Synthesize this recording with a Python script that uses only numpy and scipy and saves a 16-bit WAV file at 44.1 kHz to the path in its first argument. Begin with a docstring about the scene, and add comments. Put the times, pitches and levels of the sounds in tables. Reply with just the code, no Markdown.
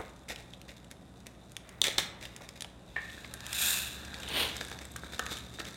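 """Pouring beads from a bag into a jar

At a desk in a small, humming room, fingers pick at a plastic bag, whose creases buckle and click.
It pops open and the tiny beads rattle. A thin plastic jar skids by stick-slip friction; the beads slide
down the film and patter into it, and the bag crinkles and bumps the rim as the last are shaken out."""
import sys
import numpy as np
from scipy import signal
from scipy.fft import rfft, irfft, next_fast_len
from scipy.io import wavfile
from scipy.ndimage import uniform_filter1d, map_coordinates

SR = 44100
rng = np.random.default_rng(int(sys.argv[2]) if len(sys.argv) > 2 else 0)


def persist_wave(psi):
    """Save psi, clipped to +-1, as 16-bit WAV."""
    counts = np.round(np.clip(psi, -1, 1) * 32767).astype(np.int16)
    wavfile.write(sys.argv[1], SR, np.atleast_2d(counts).T)


N = 254016
T = np.arange(N) / SR
HIT_SIZE = 8192  # samples in one impulse response
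HIT_T, HIT_HZ = np.arange(HIT_SIZE) / SR, np.fft.rfftfreq(HIT_SIZE, 1 / SR)

# Room rumble and moving sleeves. Each row: time in seconds, level in dB.
RUMBLE_LEVEL = [(0, -54.5), (1.7, -55), (2.0, -50.5), (2.5, -55.5), (4.1, -51.5), (5.76, -54)]
# The rumble. Each row: frequency in Hz, relative level in dB.
RUMBLE_SPECTRUM = [(15, -63), (25, -15), (41, -10.5), (60, -6.5), (92, -10), (119, -4), (146, -9),
                   (179, -5.5), (321, -12.5), (415, -16), (1500, -25.5), (1950, -29), (3300, -120)]
# Faint steady hiss. Each row: frequency in Hz, relative level in dB.
HISS_SPECTRUM = [(410, -4), (700, 4), (1200, -19), (2700, -11.5), (3410, -14), (4550, -19), (9600, -18),
                 (16000, -40)]
# Mains hum and a faint higher tone. Each row: frequency in Hz, level in dB.
HUM_TONES = [(59.7, -61), (119.5, -63), (179, -66), (550, -72.5)]
# A low tone that sets in halfway. Each row: time in seconds, level in dB.
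DRONE_LEVEL = [(2.9, -62), (3.8, -54.5), (5.45, -54), (5.77, -63)]
# Sleeve and hand brushing the desk. Each row: peak time in seconds, relative level in dB, rise and
# fall in seconds.
BRUSHES = [(0, -58, .02, 0.089), (1.7, -66.5, 0.083, 0.12), (2.35, -70.5, 0.31, 0.36)]
# Brushing cloth. Each row: frequency in Hz, relative level in dB.
CLOTH_SPECTRUM = [(150, -14), (600, 4), (1100, 7), (1600, 8), (2100, 11.5), (2800, 0), (6000, -15.5),
                  (16000, -17)]
# Soft blows on the desk. Each row: start in seconds, peak in dB.
THUMPS = [(0.001, -25), (0.037, -33.5), (0.305, -32), (2.408, -36), (2.646, -37), (2.965, -30)]
# The struck desk. Each row: frequency in Hz, relative level in dB.
DESK_SPECTRUM = [(60, 0.5), (200, -11), (400, -1.5), (700, 0.5), (1000, -5.5), (2000, -15), (3000, -58),
                 (9000, -30), (16000, -77)]
# How hard the fingers work the film. Each row: time in seconds, relative level in dB.
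GRIP_LEVEL = [(0, -60.5), (.25, -69), (.42, -63.5), (.95, -72.5), (1.55, -67.5), (2.1, -74), (2.3, -63.5),
              (2.8, -71), (3.05, -58), (3.9, -60), (4.45, -47), (4.95, -60.5), (5.37, -49), (5.5, -57.5),
              (5.76, -56)]
# Fine creases. Each row: frequency in Hz, relative level in dB.
RUSTLE_SPECTRUM = [(400, 0), (1100, -10), (1700, -9.5), (2300, -2), (3050, -9.5), (3600, 5), (4400, -8.5),
                   (8000, -9), (9200, -12.5), (13000, -19), (16000, -24)]
# Squeezes of the film. Each row: start in seconds, grip in dB, length in seconds, fold gain in dB.
SQUEEZES = [(0.283, -50, 0.038, 6.5), (0.378, -61.5, 0.032, 6.5), (0.681, -64, 0.036, 8),
            (0.765, -65, 0.014, -8), (0.903, -65, 0.021, 5), (1.187, -69, 0.028, -6),
            (1.26, -69, 0.0092, 17), (1.565, -74, 0.0072, -6), (2.207, -53, 0.056, 1),
            (2.408, -67, 0.038, 12), (2.555, -55, 0.018, -1), (4.553, -67, 0.0053, 19),
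            (4.607, -50.5, 0.0082, 5), (4.714, -61, 0.02, 1), (4.812, -50.5, 0.0073, 1.5),
            (5.039, -58, 0.026, -18), (5.12, -48.5, 0.027, -6), (5.304, -44.5, 0.028, -15),
            (5.535, -54, 0.01, -11), (5.591, -46.5, 0.013, -5), (5.662, -51.5, 0.025, 0)]
# Broad folds. Each row: frequency in Hz, relative level in dB.
FOLD_SPECTRUM = [(200, -12.5), (550, 3.5), (1100, -15), (1900, 2), (2700, -3.5), (3400, -24), (5000, -7.5),
                 (8000, -14.5), (16000, -27)]
# The loudest creases. Each row: start in seconds, peak in dB, relative treble lift in dB.
SNAPS = [(0.289, -30, -1.5), (0.305, -28, -8), (0.3188, -31.5, -4), (0.36, -31.5, -5), (.536, -32, -13),
         (0.6156, -35, 0), (0.6919, -31.5, -36), (0.8453, -40.5, -5), (0.9134, -29.5, 1), (1.268, -29, -2),
         (1.5194, -37.5, 10), (1.5669, -21.5, -1.5), (1.692, -33.5, 2), (2.2273, -30, -6),
         (2.254, -26.5, -9), (2.364, -28.5, -1), (2.4902, -27.5, -1), (2.6078, -23, -3), (2.6221, -21, -2),
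         (2.6456, -28, -9.5), (3.099, -33, -29), (3.2462, -29, -41), (3.3391, -24, 7), (3.4057, -29.5, -10),
         (3.4659, -23.5, 5), (3.5299, -18.5, 1), (4.0503, -31.5, -0.5), (4.143, -24.5, -9.5),
         (4.233, -28, -7), (4.288, -27.5, 8), (4.5672, -23.5, 0.5), (4.612, -23.5, -10), (4.6497, -29.5, 0),
         (4.7153, -28, -7), (4.7893, -29.5, -7), (4.853, -30, 0), (4.918, -36, 23), (4.9633, -26, 8),
         (5.194, -18, -1), (5.2646, -23, -6), (5.371, -27, -1), (5.6009, -26.5, -11), (5.6527, -28.5, -7)]
# One snapping crease. Each row: frequency in Hz, relative level in dB.
SNAP_SPECTRUM = [(200, -4), (1300, -12.5), (1800, -1.5), (2800, -0.5), (3400, 3.5), (4500, -5),
                 (6500, -2.5), (9500, -6), (12500, -13.5), (16000, -25.5)]
# The bag popping. Each row: start in seconds, peak of the crack in dB, relative thud weight in dB.
POPS = [(1.8167, -5, -12.5), (1.8415, -8.5, -18), (1.8516, -22.5, 3), (1.859, -26, -3), (1.869, -15, -4),
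        (1.882, -17, 1.5), (1.9816, -13.5, 1.5), (1.9835, -7, -6)]
# Taut film. Each row: frequency in Hz, relative level in dB.
TAUT_SPECTRUM = [(300, -26), (1000, -22), (1500, -13), (2050, -6), (2750, -10), (3200, -1.5), (3550, 3),
                 (4000, -3), (4500, -13), (5400, -11), (8200, -12.5), (10000, -20), (16000, -25)]
# Jolted beads. Each row: start in seconds, level in dB, 60 dB decay time in seconds.
RATTLES = [(1.839, -28, 0.3), (1.9838, -27, 0.18)]
# The rattle is duller than the crack. Each row: frequency in Hz, gain in dB.
RATTLE_DULLING = [(2500, 3), (3300, -3.5), (4800, -2.5), (9000, -0.5), (16000, -2)]
# The jar's base. Each row: frequency in Hz, relative level in dB.
BASE_SPECTRUM = [(200, -21), (700, 7), (950, 4), (2400, 8), (3200, -1), (5000, -17), (16000, -34)]
# Resonances of the base. Each row: frequency in Hz, width in Hz, lift in dB.
BASE_RESONANCES = [(1820, 190, 19), (2240, 110, 8)]
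# Modes of the jar's wall. Each row: frequency in Hz, bandwidth in Hz, relative level in dB.
WALL_MODES = [(380, 300, -9), (760, 400, -8), (1280, 230, -5), (1630, 190, 0), (1850, 170, -5),
              (2300, 240, -15), (3750, 700, -20)]
# Bag and fingers bumping the jar. Each row: start in seconds, relative peak in dB.
BUMPS = [(3.178, -38), (3.248, -38), (3.339, -37), (4.562, -36), (4.611, -28), (4.7155, -29), (4.96, -29),
         (5.0345, -30), (5.1345, -34), (5.194, -19), (5.198, -25), (5.265, -32), (5.3185, -32),
         (5.587, -32), (5.6025, -28)]
# The jar's wall sounding in swells, as beads slide and as it is rubbed. Each row: peak time in seconds,
# relative level in dB, rise and fall in seconds.
WALL_SWELLS = [(3.73, -41, 0.42, 0.12), (4.22, -45.5, 0.42, 0.35), (5.05, -66, 0.15, 0.17),
               (5.22, -54, .015, 0.12), (5.61, -50.5, 0.012, 0.14)]
# Beads on the film. 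Each row: peak time in seconds, relative level in dB, rise and fall in seconds.
SLIDES = [(3.19, -50.5, 0.33, 0.18), (3.66, -28.5, 0.16, 0.26)]
# Sliding beads. Each row: frequency in Hz, relative level in dB.
SLIDE_SPECTRUM = [(300, -5.5), (1000, -6.5), (1600, 2.5), (5000, 5), (10000, 5), (14000, 2.5), (16000, -1)]
# Resonances of the bead-filled bag. Each row: frequency in Hz, width in Hz, lift in dB.
BAG_RESONANCES = [(1560, 200, 7), (2620, 240, 11.5), (3560, 280, 12), (3980, 240, 8), (7100, 600, 8),
                  (8650, 500, 8), (11600, 500, 5), (13050, 520, 8)]
# Beads landing in the jar. Each row: peak time in seconds, level in dB, rise and fall in seconds.
LANDINGS = [(4.4, -29.5, 0.11, 0.11)]
# Landing beads. Each row: frequency in Hz, relative level in dB.
LANDING_SPECTRUM = [(100, -20), (450, -13.5), (900, -17.5), (1400, -19.5), (2400, -14), (3300, -8.5),
                    (4200, -14.5), (5300, -27.5), (8000, -32), (10600, -36), (12500, -24), (16000, -35)]
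# Resonance of the filling jar. Each row: frequency in Hz, width in Hz, lift in dB.
FILL_RESONANCES = [(9300, 650, 17)]
# Reverberation. Each row: frequency in Hz, 60 dB decay time in seconds.
ROOM_T60 = [(150, 0.13), (1000, 0.88), (3500, 0.45), (8000, 0.32), (16000, 0.25)]


def amp(db):
    """Amplitude is exponential in decibels."""
    return 10 ** (np.asarray(db) / 20)


def unit(x):
    """Normalisation to an rms of 1."""
    return x / np.sqrt(np.mean(x ** 2) + 1e-20)


def along(points, hz=HIT_HZ):
    """Interpolation of (Hz, value) points on a logarithmic frequency axis."""
    f, v = np.transpose(points)
    return np.interp(np.log(hz + 1), np.log(f + 1), v)


def wander(position, knots):
    """Spline interpolation between random knots gives a smooth random curve."""
    return map_coordinates(rng.standard_normal(knots), [position])


def level(rows):
    """A smoothed amplitude envelope through (seconds, dB) rows, silent outside them."""
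    s, db = np.transpose(rows)
    return uniform_filter1d(amp(np.interp(T, s, db, left=-120, right=-120)), size=441)


def swells(rows, rounding=0.4):
    """Incoherent sources add in power; each here swells to a rounded peak between exponential flanks."""
    power = np.zeros(N)
    for s, db, rise_s, fall_s in rows:
        away = (T - s) / np.where(T < s, rise_s, fall_s)
        power += amp(db - 20 * (np.hypot(away, rounding) - rounding)) ** 2
    return np.sqrt(power)


def held(s, length, t60, attack_s=0.001):
    """The envelope of a squeeze or jolt: linear attack, hold, exponential relaxation."""
    return np.clip((T - s) / attack_s, 0, 1) * amp(-60 * np.clip((T - s - length) / t60, 0, 2))


def add(track, s, sound):
    """Superposition of a sound on the track at s seconds."""
    start = max(round(s * SR), 0)
    track[start:start + len(sound)] += sound[:N - start]


def minimum_phase(db):
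    """Folding the cepstrum gives the causal impulse response of a magnitude spectrum."""
    cepstrum = irfft(np.log(amp(db)))
    cepstrum[1:HIT_SIZE // 2] *= 2
    cepstrum[HIT_SIZE // 2 + 1:] = 0
    return irfft(np.exp(rfft(cepstrum)))


def body(spectrum, resonances=()):
    """The impulse response of a linear body: a broad spectrum, with any resonances as peaks on it."""
    peaks_db = sum(db * np.exp(-((HIT_HZ - hz) / width) ** 2) for hz, width, db in resonances)
    return minimum_phase(along(spectrum) + peaks_db)


def film_patch(spectrum, uneven_db, tilt_db=0):
    """Local resonances give each patch of film its own impulse response."""
    ripple_db = uneven_db * wander(HIT_HZ / 900, knots=32)
    return minimum_phase(along(spectrum) + ripple_db + tilt_db)


def ring(modes, scatter_db=1.5):
    """Free vibration is a sum of damped modes, here each at a randomly varied strength."""
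    response = np.zeros(HIT_SIZE)
    for k, (hz, width, db) in enumerate(modes):
        strength = (-1) ** k * width * amp(db + scatter_db * rng.standard_normal())
        response += strength * np.exp(-np.pi * width * HIT_T) * np.cos(2 * np.pi * hz * HIT_T)
    return response


def through(force, response):
    """Forced vibration is the convolution of force and impulse response, here scaled to rms 1."""
    return unit(signal.fftconvolve(force, response)[:N])


def strike(response, t60, grit):
    """Impact excitation: an impulse and a decaying burst of tiny slips drive a body to a peak near 1."""
    force = grit * rng.standard_normal(HIT_SIZE) * amp(-60 * HIT_T / t60)
    force[0] += 1
    sound = signal.fftconvolve(force, response)[:HIT_SIZE]
    peak_power = uniform_filter1d(sound ** 2, size=44).max()
    return sound / np.sqrt(4 * peak_power)


def patter(per_second, spread_db):
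    """Shot noise: random impulses of scattered size, held to even power whatever their rate."""
    chance = np.clip(per_second / SR, 1e-5, 1)
    sizes = amp(spread_db * np.clip(rng.standard_normal(N), -2, 2)) * rng.choice([-1, 1], N)
    return unit((rng.random(N) < chance) * sizes / np.sqrt(chance))


def background(drone_hz=69.8):
    """Broadband rumble and hiss lie under a line spectrum: wavering mains hum and, later, a drone."""
    rumble = level(RUMBLE_LEVEL) * through(rng.standard_normal(N), body(RUMBLE_SPECTRUM))
    hiss = amp(-64) * through(rng.standard_normal(N), body(HISS_SPECTRUM))
    waver = lambda: wander(T * 4, knots=64)
    drone = level(DRONE_LEVEL) * np.sin(2 * np.pi * drone_hz * T + .5 * waver())
    hum = sum(amp(db + 1.5 * waver()) * np.sin(2 * np.pi * hz * T + .8 * waver()) for hz, db in HUM_TONES)
    return rumble + hiss + np.sqrt(2) * (drone + hum)


def desk_contacts():
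    """Friction and impact: a sleeve brushes the desk; hands and bag knock dully on it."""
    friction = through(patter(per_second=1300, spread_db=4.5), body(CLOTH_SPECTRUM))
    out = amp(8.5) * swells(BRUSHES) * friction
    for s, db in THUMPS:
        add(out, s, amp(db) * strike(body(DESK_SPECTRUM), t60=0.078, grit=0.11))
    return out


def crinkle():
    """Small creases buckle, more often under a harder grip, over the friction hiss of film on film."""
    grip = level(GRIP_LEVEL) + sum(amp(db) * held(s, length, t60=0.055) for s, db, length, _ in SQUEEZES)
    rate = 70 + 500 * grip / grip.max()
    creases = np.zeros(N)
    for _ in range(6):
        buckles = patter(per_second=rate, spread_db=7.0)
        click = strike(film_patch(RUSTLE_SPECTRUM, uneven_db=3), t60=.006, grit=.2)
        creases += through(buckles, click)
    hiss = through(patter(per_second=3000, spread_db=11.5), body(RUSTLE_SPECTRUM))
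    return grip * (amp(1.13) * unit(creases) + amp(-4.5) * hiss)


def crumples():
    """Under a squeeze, broad folds buckle in quick succession, duller than a single crease."""
    squeeze = sum(amp(db + fold_db) * held(s, length, t60=0.067) for s, db, length, fold_db in SQUEEZES)
    return squeeze * through(patter(per_second=1700, spread_db=7.5), body(FOLD_SPECTRUM))


def snaps(stray_count=30, stray_ceiling_db=-33):
    """Snap-through buckling: single creases flip; lesser ones come at random, scaled by the grip."""
    out = np.zeros(N)
    treble_shelf = along([(4000, 0), (8500, 1)])
    moments = rng.uniform(0, T[-1], stray_count)
    grip_db = np.interp(moments, *np.transpose(GRIP_LEVEL))
    strays = [(s, min(db + 19, stray_ceiling_db), 0) for s, db in zip(moments, grip_db)]
    for s, db, treble_db in SNAPS + strays:
        patch = film_patch(SNAP_SPECTRUM, uneven_db=2.5, tilt_db=(treble_db + 1.5) * treble_shelf)
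        add(out, s, amp(db) * strike(patch, t60=0.017, grit=0.14))
    return out


def pops():
    """Sudden release of tension: the film cracks, the bag thuds and the beads rattle to rest."""
    out = np.zeros(N)
    film, desk = body(TAUT_SPECTRUM), body(DESK_SPECTRUM)
    for s, db, thud_db in POPS:
        add(out, s, amp(db) * strike(film, t60=0.0077, grit=0.34))
        add(out, s, amp(db + thud_db - 9.5) * strike(desk, t60=0.043, grit=0.24))
    agitation = sum(amp(db) * held(s, 0, t60) for s, db, t60 in RATTLES)
    bag = minimum_phase(along(TAUT_SPECTRUM) + along(RATTLE_DULLING))
    return out + agitation * through(patter(per_second=2600, spread_db=4.5), bag)


def jar_skid(jolt_s=2.9645, jolt_db=-19.5, gap_s=0.0033):
    """Stick-slip friction: the jar's foot gives a little, jolts loose, then chatters over the desk."""
    out, base = np.zeros(N), body(BASE_SPECTRUM, BASE_RESONANCES)
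    chatter_s = jolt_s + gap_s * np.cumsum(rng.uniform(.5, 1.5, size=9))
    slips = [(s, jolt_db - 11 + 2 * rng.standard_normal()) for s in (jolt_s - gap_s, *chatter_s)]
    for s, db in [(jolt_s, jolt_db)] + slips:
        add(out, s, amp(db) * strike(base, t60=.004, grit=.08))
    return out


def jar_wall():
    """Sliding beads, rubbing and bumps excite the heavily damped modes of the jar's thin wall."""
    ringing = through(patter(per_second=900, spread_db=4), ring(WALL_MODES))
    out = amp(-6.0) * swells(WALL_SWELLS) * ringing
    for s, db in BUMPS:
        add(out, s, amp(db + 1.5) * strike(ring(WALL_MODES), t60=.014, grit=.09))
    return out


def bead_stream(surges, spectrum, resonances):
    """Granular flow: beads strike film or jar in little avalanches, more often as they run faster."""
    flow = swells(surges)
    speed = flow / flow.max()
    avalanches = amp(1.3 * wander(T * 150, knots=1024))
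    impacts = avalanches * patter(per_second=1000 + 4500 * speed, spread_db=3.0)
    # The heap keeps shifting, so its resonances wander a little.
    blend = .5 + .5 * np.tanh(2 * wander(T * 18, knots=128))
    lower = through(impacts, body(spectrum, np.multiply(resonances, [.98, 1, 1])))
    upper = through(impacts, body(spectrum, np.multiply(resonances, [1.02, 1, 1])))
    stream = unit(lower + blend * (upper - lower))
    # Slow beads touch softly and lose their treble.
    soft = signal.sosfiltfilt(signal.butter(2, 5500, fs=SR, output="sos"), stream)
    return flow * (soft + speed ** 0.59 * (stream - soft))


def room(x, delay_s=.003):
    """Diffuse reflections decay, longest in the midrange; each quarter second gets a new random tail."""
    out, block = np.zeros(N), SR // 4
    for start in range(0, N, block):
        hz, t, noise = signal.stft(rng.standard_normal(SR // 2), SR, nperseg=256)
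        decay = amp(-60 * t / along(ROOM_T60, hz)[:, None])
        tail = signal.istft(noise * decay, SR, nperseg=256)[1]
        echo = signal.fftconvolve(x[start:start + block], tail / np.linalg.norm(tail))
        add(out, start / SR + delay_s, echo)
    return out


def scene():
    """Direct and reverberant sound add; the jar sends a larger share into the room than the film."""
    film = snaps()
    jar = jar_wall() + jar_skid()
    handling = crinkle() + crumples() + pops()
    handling += amp(0.3) * bead_stream(SLIDES, SLIDE_SPECTRUM, BAG_RESONANCES)
    handling += bead_stream(LANDINGS, LANDING_SPECTRUM, FILL_RESONANCES)
    handling += desk_contacts()
    reverb = room(amp(-13.0) * film + amp(-5.5) * jar + amp(-9.0) * handling)
    return (film + jar + handling + reverb + background())[None]


def record(dry, low_hz=34, top_hz=16000):
    """The microphone acts as a band-pass filter, shedding the deepest bass and the highest treble."""
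    size = next_fast_len(N + HIT_SIZE)
    hz = np.fft.rfftfreq(size, 1 / SR)
    low_cut = hz ** 8 / (hz ** 8 + low_hz ** 8)
    return irfft(rfft(dry, size) * low_cut * (hz < top_hz), size)[:, :N]


dry = scene()
out = record(dry)
persist_wave(out)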